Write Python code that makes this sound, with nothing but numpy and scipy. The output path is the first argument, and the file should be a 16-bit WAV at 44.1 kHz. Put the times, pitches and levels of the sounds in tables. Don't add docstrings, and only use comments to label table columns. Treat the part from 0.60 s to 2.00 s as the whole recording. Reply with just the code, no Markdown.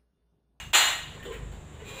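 import sys
import numpy as np
from scipy import signal
from scipy.fft import rfft, irfft, next_fast_len
from scipy.io import wavfile
from scipy.ndimage import uniform_filter1d, map_coordinates

SR = 44100
rng = np.random.default_rng(int(sys.argv[2]) if len(sys.argv) > 2 else 0)


def rack_gain(trim_db):
    fader = np.asarray(trim_db, float)
    return 10 ** (fader / 20)


def log_audio(samples):
    frames = np.atleast_2d(samples).T
    limited = np.clip(frames, -1, 1)
    pcm = np.round(limited * 32767).astype(np.int16)
    wavfile.write(sys.argv[1], SR, pcm)


N = 61739

# f/Hz, level/dB
CONTACT = [(200, -23.5), (400, -8), (750, 6.5), (1400, 7.5), (2500, 6.5), (3500, 7.5), (8000, 2.5),
           (16000, -0.5)]
# t/s, gain/dB
GAIN_CONTROL = [
    (0, 4),
    (.112, 4.5),
    (.124, -2),
    (.17, -5.5),
    (.3, 2),
    (.45, 3.5),
    (.56, 10),
    (.7, 9),
]
SHED_DB = 8


def unit(x):
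    return x / np.sqrt(np.mean(x ** 2) + 1e-20)


def along(points, hz):
    f, v = np.transpose(points)
    return np.interp(np.log(hz + 1), np.log(f + 1), v)


def curves(rows):
    s, *cols = np.transpose(rows)
    return [np.interp(np.arange(N) / SR, s, c) for c in cols]


def wobble(rate):
    return map_coordinates(rng.standard_normal(400), [np.arange(N) * rate / SR])


def filtered(x, response):
    m = next_fast_len(len(x) + SR // 2)
    return irfft(rfft(x, m) * response(np.fft.rfftfreq(m, 1 / SR)), m)[:len(x)]


def causal(points):
    def response(hz):
        cepstrum = irfft(np.log(rack_gain(along(points, hz))))
        half = len(cepstrum) // 2
        cepstrum[1:half] *= 2
        cepstrum[half + 1:] = 0
        return np.exp(rfft(cepstrum))
    return response


def resonances(peaks):
    def response(f):
        total = 0
        for k, (centre, width, db) in enumerate(peaks):
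            damping = 1j * f * width
            total = total + (-1) ** k * rack_gain(db) * damping / (centre * centre - f * f + damping)
        return total
    return response


def rush(spectrum, patchy_db):
    z = signal.stft(rng.standard_normal(N + 512), nperseg=512)[2]
    field = uniform_filter1d(rng.standard_normal(z.shape), size=6, axis=0)
    field = uniform_filter1d(field, size=10, axis=1)
    x = signal.istft(z * rack_gain(patchy_db * unit(field)), nperseg=512)[1][:N]
    return unit(filtered(x, lambda hz: rack_gain(along(spectrum, hz))))


def shed(x):
    # f/Hz, t60/s
    decay_times = [(300, 0.51), (1000, 0.48), (3000, .5), (7000, 0.43), (15000, 0.43)]
    direct_db, build_s = -16, 0.0021
    hz, t, z = signal.stft(rng.standard_normal(SR), SR, nperseg=256)
    decay_db = -60 * t / along(decay_times, hz)[:, None]
    tail = signal.istft(z * rack_gain(decay_db), SR, nperseg=256)[1]
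    tail = tail * (1 - np.exp(-np.arange(len(tail)) / SR / build_s))
    tail = tail / np.linalg.norm(tail)
    return rack_gain(direct_db) * x + rack_gain(SHED_DB) * signal.fftconvolve(x, tail)[:len(x)]


def air():
    # f/Hz, level/dB per Hz
    hiss = [(60, -1), (200, 0.5), (500, -6), (1000, -13), (2500, -16.5), (4000, -21), (8000, -19.5),
            (16000, -35.5)]
    return rack_gain(-58 + 0.47 * wobble(4.25)) * rush(hiss, patchy_db=0.95)


def engine():
    # t/s, firing f/Hz, boom level/dB, exhaust level/dB
    idle = [(0.0, 25.4, -42.5, -56.5), (0.066, 25.65, -48.5, -44), (0.108, 24.2, -42.5, -50),
            (0.146, 24.8, -61.5, -64), (0.272, 24.85, -50.5, -51), (0.598, 25.08, -49.5, -48),
            (0.738, 24.85, -47.5, -49), (0.836, 25.24, -44, -43.5), (0.954, 25.46, -46, -48.5),
            (1.136, 25.13, -66, -46.5), (1.256, 24.8, -58, -48), (1.32, 24.5, -65, -45),
            (1.374, 24.55, -52, -66.5), (1.4, 25.8, -68, -69)]
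    # multiple of the firing rate, level/dB
    exhaust_orders = [(3, 4), (4, -1), (5, -1.5), (6, 1.5), (7, -15), (8, -11)]
    # f/Hz, level/dB per Hz
    rumble = [(30, -36), (60, -2), (120, 8.5), (200, -3), (350, -31), (700, -48), (1100, -120)]
    rumble_db, waver_db = -6, 2.5
    first_firing, lag = 0.316, 0.185
    hz, boom_db, exhaust_db = curves(idle)
    turn = np.cumsum(hz) / SR + first_firing

    def order(k):
        level = rack_gain(waver_db * wobble(8.45))
        phase = 2 * np.pi * (k * turn - lag * k * k / 10) + 0.39 * wobble(6.09)
        return level * np.cos(phase)

    lines = unit(sum(rack_gain(db) * order(k) for k, db in exhaust_orders))
    exhaust = unit(lines + rack_gain(rumble_db) * rush(rumble, patchy_db=3))
    return rack_gain(-curves(GAIN_CONTROL)[0]) * (rack_gain(boom_db) * unit(order(2)) + rack_gain(exhaust_db) * exhaust)


def scrape():
    # t/s, level/dB
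    drag = [
        (1.17, -80),
        (1.232, -69),
        (1.248, -52),
        (1.29, -51),
        (1.33, -52.5),
        (1.4, -48),
    ]
    # f/Hz, width/Hz, level/dB
    piece = [(418, 29, 3), (528, 41, 0), (1110, 66, -10), (2460, 59, 3.5), (3620, 95, -27),
             (3960, 66, -0.5), (7260, 170, -32)]
    slip_rate, broad_db = 2200, -18.5
    chance, size = rng.random(N), rng.standard_normal(N)
    slips = unit((chance < slip_rate / SR) * size)
    ringing = filtered(slips, resonances(piece))
    body = unit(ringing + rack_gain(broad_db) * filtered(slips, causal(CONTACT)))
    return shed(rack_gain(curves(drag)[0] - SHED_DB) * body)


def scuffs():
    # t/s, length/s, level/dB
    brushes = [
        (0.627, 0.02, -54.5),
        (0.716, 0.041, -59.5),
        (.914, .013, -67),
    ]
    # f/Hz, level/dB
    brush_spectrum = [(500, -20), (1500, 9), (3000, 5), (7000, -12), (16000, 1.5)]
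    fade_s = 0.099
    t = np.arange(N) / SR
    shape = np.zeros(N)
    for s, length, db in brushes:
        fade = np.clip(t - s - length, 0, None) / fade_s
        shape += (t >= s) * rack_gain(db - 60 * fade)
    return shape * rush(brush_spectrum, patchy_db=4.2)


def thuds():
    # t/s, level/dB, t60/s
    contacts = [
        (0.537, -55, 0.034),
        (0.649, -43, 0.025),
        (.69, -50, 0.056),
        (0.721, -43, 0.022),
        (0.778, -61, 0.044),
        (0.917, -60, 0.014),
        (1.128, -55, 0.021),
        (1.191, -56.5, 0.14),
    ]
    hardness = [-26, -11, -13.5, -11, -13, 3, -11, -14]
    # f/Hz, width/Hz, level/dB
    board = [(386, 81, -1.5), (475, 49, 3), (1050, 117, -7.5), (1940, 310, -10), (3020, 260, -15)]
    out, t = np.zeros(N), np.arange(N) / SR
    for (s, db, t60), bright_db in zip(contacts, hardness):
        force = (t >= s) * rack_gain(db - 60 * np.abs(t - s) / t60) * rng.standard_normal(N)
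        thump = rack_gain(17.5) * filtered(force, resonances(board))
        out += shed(thump + rack_gain(bright_db) * filtered(force, causal(CONTACT)))
    return out


def strike(s, db, ring_db, modes):
    t = np.arange(SR) / SR
    crack = filtered(rack_gain(23.5) * (t == 0), causal(CONTACT))
    ring = sum(rack_gain(level - 60 * t / t60) * np.sin(2 * np.pi * hz * t) for hz, level, t60 in modes)
    out = np.zeros(N + 2 * SR)
    start = SR // 2 + round(s * SR)
    out[start:start + SR] = rack_gain(db) * (crack + rack_gain(ring_db) * ring)
    return out


def steel():
    # t/s, crack level/dB, ring over crack level/dB
    blows = [
        (0.1321, -18.5, -4),
        (.139, -21, 10),
        (0.1447, -22.5, -2),
        (.148, -14, -5),
    ]
    tool_hz = [1740, 2078, 2910, 3489, 3790, 4169, 4662, 6142, 7057, 7541, 10360, 13060, 13702, 14552]
    # level/dB, t60/s
    tool_modes = [(-29, 0.62), (-10.5, 0.59), (-14, 0.71), (-3.5, 0.23), (-0.5, 0.21), (1, 0.33),
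                  (-8.5, 0.63), (-3, 0.44), (-1.5, 0.34), (-7.5, 0.39), (-1.5, 0.24), (-19, .39),
                  (-7, 0.29), (-24, .4)]
    # f/Hz, level/dB, t60/s
    sheet = [(743.5, -15.5, 0.25), (1036, -17.5, 0.11), (1086, -9, 0.13), (1896, -8.5, 0.19),
             (2922.5, -4.5, 0.14), (3205, -12.5, .1), (3650, -27, 0.14), (6650, -9, 0.11),
             (7730, -13, 0.13), (8200, -8, 0.087), (10200, -40, .1), (12100, -34, .12), (14000, -26, .1),
             (15000, -22, .1)]
    # f/Hz, level/dB, t60/s
    earlier_modes = [(1124, -23.5, 0.34), (2800, -6, 0.13), (2870, -5.5, 0.091), (3472, -26, 0.092),
                     (6400, -4, 0.067)]
    # (f/Hz, level/dB, t60/s)
    far_tap = (.595, -68, [(1830, 2, .07), (2400, -6, .05)])
    # f/Hz, level/dB
    low_cut = [(60, -30), (150, -20), (300, 0)]
    own_share, tool_db = 0.31, -9
    own = [(hz, db, own_share * t60) for hz, (db, t60) in zip(tool_hz, tool_modes)] + sheet
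    now = sum(shed(strike(s, db, tool_db + ring_db, own)) for s, db, ring_db in blows)
    before = strike(-0.06, -39, -0.5, earlier_modes)
    tap_s, tap_db, tap_modes = far_tap
    tap = strike(tap_s, tap_db, 8.8, tap_modes)
    struck = now + shed(before) + shed(tap)
    return filtered(struck, causal(low_cut))[SR // 2:][:N]


def scene():
    return (air() + engine() + scrape() + scuffs() + thuds() + steel())[None]


def roll_off(x):
    return signal.sosfilt(signal.butter(12, 16430, fs=SR, output="sos"), x)


def record(dry):
    # f/Hz, level/dB
    capsule = [(3800, 0), (5000, -14), (6000, -11), (7300, 4.5), (8500, -8), (11700, -13), (14500, -8.5),
               (15400, -6)]
    top_hz = 15550
    x = filtered(dry[0], causal(capsule)) * rack_gain(curves(GAIN_CONTROL)[0])
    x = filtered(x, lambda hz: np.where(hz < top_hz, 1, rack_gain(-38)))
    return roll_off(x[None])


dry = scene()
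out = record(dry)
log_audio(out)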